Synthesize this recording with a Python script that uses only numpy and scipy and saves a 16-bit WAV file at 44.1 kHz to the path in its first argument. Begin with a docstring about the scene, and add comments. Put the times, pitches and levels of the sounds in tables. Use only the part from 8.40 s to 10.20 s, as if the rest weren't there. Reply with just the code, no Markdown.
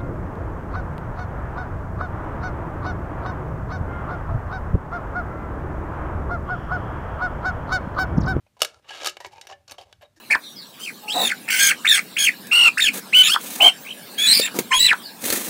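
"""A hand works a coin against the mouth of a hollow plastic coin bank, close up in a small room.
First comes one hard clack that sets the shell ringing and rebounds twice. The coin then scrapes
along the lip, sticking and slipping, into a clatter, and ends with light taps and rubs at the slot.
Every contact sounds through the same plastic shell; late on, the coin itself rings faintly.
Underneath lie soft low thuds, a few short low notes and a steady room tone."""
import sys
import numpy as np
from scipy import signal
from scipy.fft import rfft, irfft
from scipy.io import wavfile
from scipy.ndimage import uniform_filter1d

SR = 44100
rng = np.random.default_rng(int(sys.argv[2]) if len(sys.argv) > 2 else 0)


def digitize_waveform(pressure):
    """Quantize a signal to 16-bit integers and store it at the path in sys.argv[1].

    Rows of a 2-D input are taken as channels; values are limited to [-1, 1].
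    """
    field = np.atleast_2d(pressure).T
    bounded = np.clip(field, -1, 1)
    quanta = np.round(bounded * 32767).astype(np.int16)
    wavfile.write(sys.argv[1], SR, quanta)


N = 79380


def amp(db):
    """Decibels to gain."""
    return 10 ** (np.asarray(db) / 20)


def read(points, hz):
    """Reads a curve along a log-frequency axis."""
    freqs, values = np.transpose(points)
    return np.interp(np.log(hz + 1), np.log(freqs), values)


def add(mix, s, sound):
    """Mixes a sound in at s seconds."""
    part = mix[max(round(s * SR), 0):][:len(sound)]
    part += sound[:len(part)]


def room_tone(level_db=-68.5):
    """A steady bed of low rumble under a faint hiss."""
    # spectrum of the bed: (frequency [Hz], relative level [dB])
    spectrum = [(20, -25.5), (55, -9), (85, -0.5), (115, -1.5), (160, -8), (300, -14.5), (700, -23.5),
                (1500, -23), (4000, -27), (9000, -31.5), (15000, -37)]
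    gain = amp(read(spectrum, np.fft.rfftfreq(N, 1 / SR)))
    bed = irfft(rfft(rng.standard_normal(N)) * gain, N)
    return amp(level_db) * bed / bed.std()


def room_reverb(dry, wet_db=-18.5, predelay_s=0.008):
    """The small room's short diffuse tail, whose treble is weak and dies first."""
    # decay of the room: (frequency [Hz], t60 [s])
    decay_times = [(300, .36), (800, 0.27), (3000, 0.19), (8000, 0.18), (15000, 0.13)]
    hz, t, noise = signal.stft(rng.standard_normal(SR // 2), SR, nperseg=256)
    cloth_db = read([(6000, 0), (14000, -5.5)], hz)[:, None]  # cloth soaks up the highest treble
    decay_db = -60 * t / read(decay_times, hz)[:, None]
    tail = signal.istft(noise * amp(cloth_db + decay_db), SR)[1]
    out = np.zeros(N)
    add(out, predelay_s, signal.fftconvolve(dry, tail / np.linalg.norm(tail)))
    return amp(wet_db) * out


def thuds_and_low_notes(length_s=0.041):
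    """Soft low thuds, and a few short low notes that sound with the coin's rubs and taps."""
    # thuds below 100 Hz, low notes around 300 Hz: (time [s], pitch [Hz], level [dB])
    pulses = [(0.205, 93, -52.5), (0.351, 81, -58), (.6, 304.5, -48), (0.851, 90, -58), (0.954, 89.5, -58),
              (1.107, 91, -57.5), (1.184, 87.7, -60), (1.301, 267, -56.5), (1.305, 82, -54.5),
              (1.385, 90.8, -60), (1.444, 86, -57), (1.575, 88, -54.5), (1.76, 319, -56)]
    out, t = np.zeros(N), np.arange(0, length_s, 1 / SR)
    swell = np.sin(np.pi * t / length_s) ** 2
    for s, hz, db in pulses:
        add(out, s, amp(db) * swell * np.sin(2 * np.pi * hz * t))
    return out


def pings(attack_s=0.0031):
    """Single modes that sing out after a contact, damped by the fingers."""
    # low notes from the shell, high ones from the coin: (time [s], pitch [Hz], level [dB], t60 [s])
    notes = [(.932, 864, -44, 0.12), (.982, 913, -40, 0.073), (1.113, 790, -35, 0.1),
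             (1.129, 1760, -40.5, 0.082), (1.125, 569.3, -48, 0.2), (1.383, 782, -43, 0.068),
             (1.619, 12500, -40, 0.0093), (1.63, 587, -44.5, 0.064)]
    out, t = np.zeros(N), np.arange(SR // 2) / SR
    for s, hz, db, t60 in notes:
        envelope = np.minimum(t / attack_s, 1) * amp(db - 60 * t / t60)
        add(out, s, envelope * np.sin(2 * np.pi * hz * t))
    return out


def shell_resonance(contacts, echo_s=0.001339, echo_gain=0.12):
    """The cavity throws each contact back once, and the shell's stronger modes ring on."""
    # resonances of shell and cavity: (frequency [Hz], peak gain [dB], t60 [s])
    modes = [(365, -5.5, 0.3), (585, -1, 0.16), (787.5, 1.5, 0.077), (1153, -10.5, 0.044),
             (1647, 6.5, 0.043), (2260, -4, 0.17), (2246, -5.5, 0.056), (2730, 0.5, 0.044),
             (2925, 2.5, 0.059), (3725, -6, 0.06), (4400, -4, 0.13), (3818, 1.5, 0.027), (4465, 3, 0.036),
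             (5480, 1, 0.039), (6230, -4, 0.04), (7230, -2.5, 0.022), (8690, -3, 0.011),
             (9500, -5.5, 0.026)]
    t = np.arange(SR // 4) / SR
    response = signal.unit_impulse(len(t)) + echo_gain * np.sinc((t - echo_s) * SR)
    for hz, db, t60 in modes:
        decay = amp(-60 * t / t60)
        response += 2 * amp(db) * decay / decay.sum() * np.cos(2 * np.pi * hz * t)
    return signal.fftconvolve(contacts, response)[:N]


def contact_eq(x, knock_db, edge_db, fizz_db, low_hz, low_db, high_hz, high_db, size=4096):
    """The shell's colour at one touch: hollow knock, bright edge, top fizz and two favoured notes."""
    # broad colour of the shell: (frequency [Hz], gain [dB])
    body_eq = [(60, -41), (190, -33), (270, -16.5), (380, -3.5), (600, -2.5), (800, -5), (1050, -6),
               (1400, -8.5), (1950, -8), (2900, -4), (3300, -5.5), (5500, -5), (8000, -10), (11000, -9.5),
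               (15000, -15)]
    touch_eq = [(250, 0.0052), (520, knock_db), (950, knock_db), (1500, 0.12 * knock_db), (2900, 0.0003),
                (5500, edge_db), (7000, edge_db), (9500, fizz_db), (15000, 1.3 * fizz_db)]
    hz = np.fft.rfftfreq(size, 1 / SR)
    gain = amp(read(body_eq, hz) + read(touch_eq, hz))
    for note_hz, lift_db, width_hz in [(low_hz, low_db, 50), (high_hz, high_db, 0.035 * high_hz)]:
        detune = 2 * (hz - note_hz) / width_hz
        gain *= np.sqrt(1 + (amp(lift_db) ** 2 - 1) / (1 + detune ** 2))
    log_gain = np.log(np.concatenate([gain, gain[-2:0:-1]]))
    minimum_phase = np.exp(np.conj(signal.hilbert(log_gain)))  # nothing rings ahead of the hit
    return signal.fftconvolve(x, np.fft.ifft(minimum_phase).real)


def plastic_ring(t60, attack_s=0.0008, hold_s=0.002, size=4096):
    """The dense, quickly damped modes of plastic after one contact, as a noise burst of energy 1."""
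    t = np.arange(size) / SR
    envelope = np.minimum(t / attack_s, 1) * amp(-60 * np.maximum(t - hold_s, 0) / t60)
    burst = rng.standard_normal(size) * envelope
    for _ in range(6):  # by turns, flatten the spectrum and restore the envelope
        spectrum = rfft(burst)
        band_power = abs(uniform_filter1d(abs(spectrum) ** 2, size=20))
        burst = irfft(spectrum / np.sqrt(band_power + 1e-20))
        running_power = abs(uniform_filter1d(burst ** 2, size=70))
        burst *= envelope / np.sqrt(running_power + 1e-16)
    return burst / np.linalg.norm(burst)


def stick_slip(size, slips_per_s=1300, spread_db=3.5, t60=0.02, spots=4):
    """The coin's edge catches and lets go: a grain of tiny random contacts at a few spots, rms 1."""
    grain = np.zeros(size)
    for _ in range(spots):
        chance, strength, polarity = rng.random((3, size))
        slip_db = spread_db * np.minimum(-np.log(1 - strength), 3)
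        slipping = chance < slips_per_s / spots / SR
        impulses = amp(slip_db) * np.sign(polarity - 0.5) * slipping
        grain += signal.fftconvolve(impulses, plastic_ring(t60))[:size]
    return grain / (grain.std() + 1e-12)


def rubs(attack_s=0.0029, release_s=0.0044, size=8000):
    """Short strokes of friction as the coin rubs on the plastic."""
    # strokes and their tone: (start [s], length [s], drive [dB], knock [dB], edge [dB], fizz [dB],
    # low note [Hz], its lift [dB], high note [Hz], its lift [dB])
    strokes = [(0.061, 0.0099, -63, 15, -7, -19, 583, 5, 2510, 22.5),
               (0.191, 0.019, -45.5, 11, 3, -2, 714, 4, 2840, 7),
               (0.333, 0.063, -59.5, 14.5, -1.5, -16, 1320, 13, 9230, 18),
               (0.44, 0.04, -56, 7.5, -14.5, -30.5, 1135, 19.5, 1710, 13.5),
               (0.518, 0.018, -41.5, -5, -9, -16.5, 1670, 19, 2880, 22),
               (0.812, 0.072, -50, 5.5, 1, -7.5, 920, 16, 1895, 22),
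               (0.909, 0.034, -46.5, 4.5, -3.5, -9.5, 853, 16.5, 2270, 10.5),
               (0.949, 0.052, -52.5, 10.5, -4, -9.5, 900, 9, 2480, 15),
               (1.022, 0.037, -49.5, 8.5, -5, -9, 790, 3, 2000, 18.5),
               (1.086, 0.046, -43.5, 9.5, 2.5, -12.5, 784, 8, 1770, 16.5),
               (1.152, 0.075, -70, 11, -12, -8, 573, 2, 1750, 1),
               (1.274, 0.081, -45.5, 6, -17.5, -8.5, 1144, 8.5, 4670, 4),
               (1.379, 0.057, -46.5, 11, -4, -10, 749, 8.5, 3200, 10.5),
               (1.452, 0.069, -60.5, 14, -3.5, -10, 560, 6.5, 3434, 9),
               (1.609, 0.03, -43.5, 6.5, -10.5, -13.5, 608, 6, 1730, 12),
               (1.637, 0.025, -55, 10.5, -12.5, -15, 631, 9.5, 3820, 17.5),
               (1.759, 0.024, -61, 7.5, 9, 1.5, 322, 4, 1806, 25)]
    out, t = np.zeros(N), np.arange(size) / SR
    for s, length_s, db, *tone in strokes:
        envelope = np.minimum(t / attack_s, 1) * np.exp(-np.maximum(t - length_s, 0) / release_s)
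        add(out, s, amp(db) * contact_eq(stick_slip(size) * envelope, *tone))
    return out


def scrape():
    """The coin drags along the lip, pressing harder until it slips off."""
    # swell of the friction: (time [s], drive [dB])
    swell = [(.425, -59), (0.476, -49.5), (0.488, -34.5), (0.524, -33.5), (0.547, -29.5), (.558, -31.5),
             (.574, -29), (.59, -34.5), (0.612, -28), (.65, -36.5), (0.686, -26), (0.702, -36), (.715, -51)]
    # tone of the lip: (knock [dB], edge [dB], fizz [dB],
    # low note [Hz], its lift [dB], high note [Hz], its lift [dB])
    tone = (-1.5, -8, -16.5, 1291, 9, 3308, 7.5)
    s, db = np.transpose(swell)
    envelope = amp(np.interp(np.arange(N) / SR, s, db, left=-120, right=-120))
    return contact_eq(stick_slip(N) * envelope, *tone)[:N]


def clicks():
    """Hard contacts: the snap of the clack with its rebounds, the clatter and the light taps."""
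    # hits of coin and mechanism on the shell: (time [s], drive [dB], knock [dB], edge [dB], fizz [dB],
    # t60 [s], low note [Hz], its lift [dB], high note [Hz], its lift [dB])
    hits = [(0.167, -25, 9.5, -7, -10, 0.11, 1020, 15.5, 2200, 7),
            (0.2044, -5, -8, 0, -9, 0.051, 1420, 14, 3000, 0),
            (0.218, 12, 5.5, 6.5, 4, 0.024, 1373, 7.5, 8450, 4),
            (0.2305, 6.5, -5, 0, -1, 0.014, 1320, 9, 3390, 11.5),
            (0.247, 8.5, -5, -2, -3.5, 0.027, 1430, 8, 2210, 6.5),
            (0.3429, -22.5, 6, 0, -12, 0.021, 1394, 21.5, 2730, -8.5),
            (0.491, -3, -21, -16, -22.5, 0.055, 750, 11, 3037, 12.5),
            (0.5055, -5.5, 0.5, -2.5, -14, 0.061, 825, 20.5, 1694, 19),
            (0.6177, -6, 4, 0, -15, 0.017, 578, 14, 2320, 15),
            (0.632, -3, 9.5, 2, -11, 0.032, 1580, 4, 2990, 13),
            (0.645, 3, 0.5, 1, -4.5, 0.037, 1370, 17, 3670, 8.5),
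            (0.655, 2, -1.5, -6, -7, 0.027, 1250, 13.5, 3280, 19.5),
            (0.659, 8, -2, 1, -3.5, 0.038, 1234, 17, 4520, 6),
            (0.67, 8.5, 0.5, 3.5, -2, 0.029, 1270, 15.5, 3890, 7.5),
            (0.6733, 1, -8.5, 0, 0, 0.017, 1715, 18, 5470, 2),
            (.683, 2, -6, 0.5, -8.5, 0.064, 600, 4, 2967, 14.5),
            (0.6944, -2.5, -21, 1, -4, 0.033, 1340, 6, 7350, 9.5),
            (0.7682, -2.5, 1, -11, -15.5, 0.023, 753, 4, 2200, 6),
            (0.8025, -8.5, 9, -0.5, -6, 0.067, 957, 12, 1860, 19),
            (0.846, -0.5, 1, -8.5, -21, 0.04, 987, 16.5, 1990, 10.5),
            (0.8564, -10, 6.5, -4, -15, 0.038, 896, 12, 2206, 19),
            (0.864, -22.5, -13, 11, 4.5, 0.025, 384, 36.5, 2150, -9),
            (0.958, -23.5, 8.5, 0, -26, 0.035, 890, 18.5, 2130, 16),
            (0.981, -15.5, 5, -7, -43, 0.013, 874, 10, 2430, 15),
            (1.012, -6, -16.5, 0, -9, 0.033, 790, 13, 8800, 6.5),
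            (1.0694, -6, -4, -9.5, -7.5, 0.036, 1694, 8, 5870, 15.5),
            (1.0981, -10.5, 3.5, -29, -16, 0.024, 1033, 18, 2940, 5),
            (1.112, -18, 10, -7, -14, 0.029, 1110, 19.5, 4400, -2),
            (1.123, -7, -3, -11, -25, 0.064, 805, 14, 2860, 9),
            (1.2788, -19, -12, 8, -6.5, 0.035, 1440, 16, 4300, 11),
            (1.295, -17.5, -5, 7.5, -14.5, 0.048, 1470, 18, 2564, 17.5),
            (1.31, -7.5, -8, -6, -2.5, 0.039, 1120, 6, 6100, 17.5),
            (1.3187, -6.5, 3, 0, -1, 0.028, 480, -2, 4380, 8.5),
            (1.3824, -11.5, 12, -3, -12.5, 0.065, 752, 7.5, 3190, 19),
            (1.412, -16.5, 0, -6, -8, 0.02, 780, 6, 4800, 16),
            (1.526, -13, 0.5, -4.5, -11.5, 0.023, 1537, 8, 3390, 13)]
    out = np.zeros(N)
    for s, db, knock_db, edge_db, fizz_db, t60, *notes in hits:
        add(out, s, amp(db) * contact_eq(plastic_ring(t60), knock_db, edge_db, fizz_db, *notes))
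    return out


def clack(start_s=0.2186, attack_s=0.00087):
    """The one hard blow sets the whole hollow shell ringing for a moment."""
    # shell modes struck all at once: (frequency [Hz], level [dB], t60 [s])
    modes = [(630, -19, 0.046), (762, -19.5, .04), (1267, -18.5, 0.031), (2680, -20.5, .032),
             (2907, -10.5, .036), (3580, -17.5, 0.033), (4410, -23.5, .03), (5240, -19, .032),
             (5370, -22.5, .04), (6180, -20, 0.033)]
    out, t = np.zeros(N), np.arange(SR // 8) / SR
    for hz, db, t60 in modes:
        envelope = np.minimum(t / attack_s, 1) * amp(db - 60 * t / t60)
        add(out, start_s, envelope * np.sin(2 * np.pi * (hz * t + rng.random())))
    low_cut = signal.butter(2, 450, "highpass", fs=SR, output="sos")  # a small shell has little bass
    return signal.sosfilt(low_cut, out)


def scene():
    """The bank and the coin in their room, in mono."""
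    bank = shell_resonance(clicks() + rubs() + scrape()) + clack() + pings()
    return (bank + room_reverb(bank) + thuds_and_low_notes() + room_tone())[None]


def record(dry):
    """A steep high cut at 15.5 kHz on the whole mix."""
    lowpass = signal.firwin(255, 15500, window=("kaiser", 8), fs=SR)
    return signal.oaconvolve(dry, lowpass[None], "same")


dry = scene()
out = record(dry)
digitize_waveform(out)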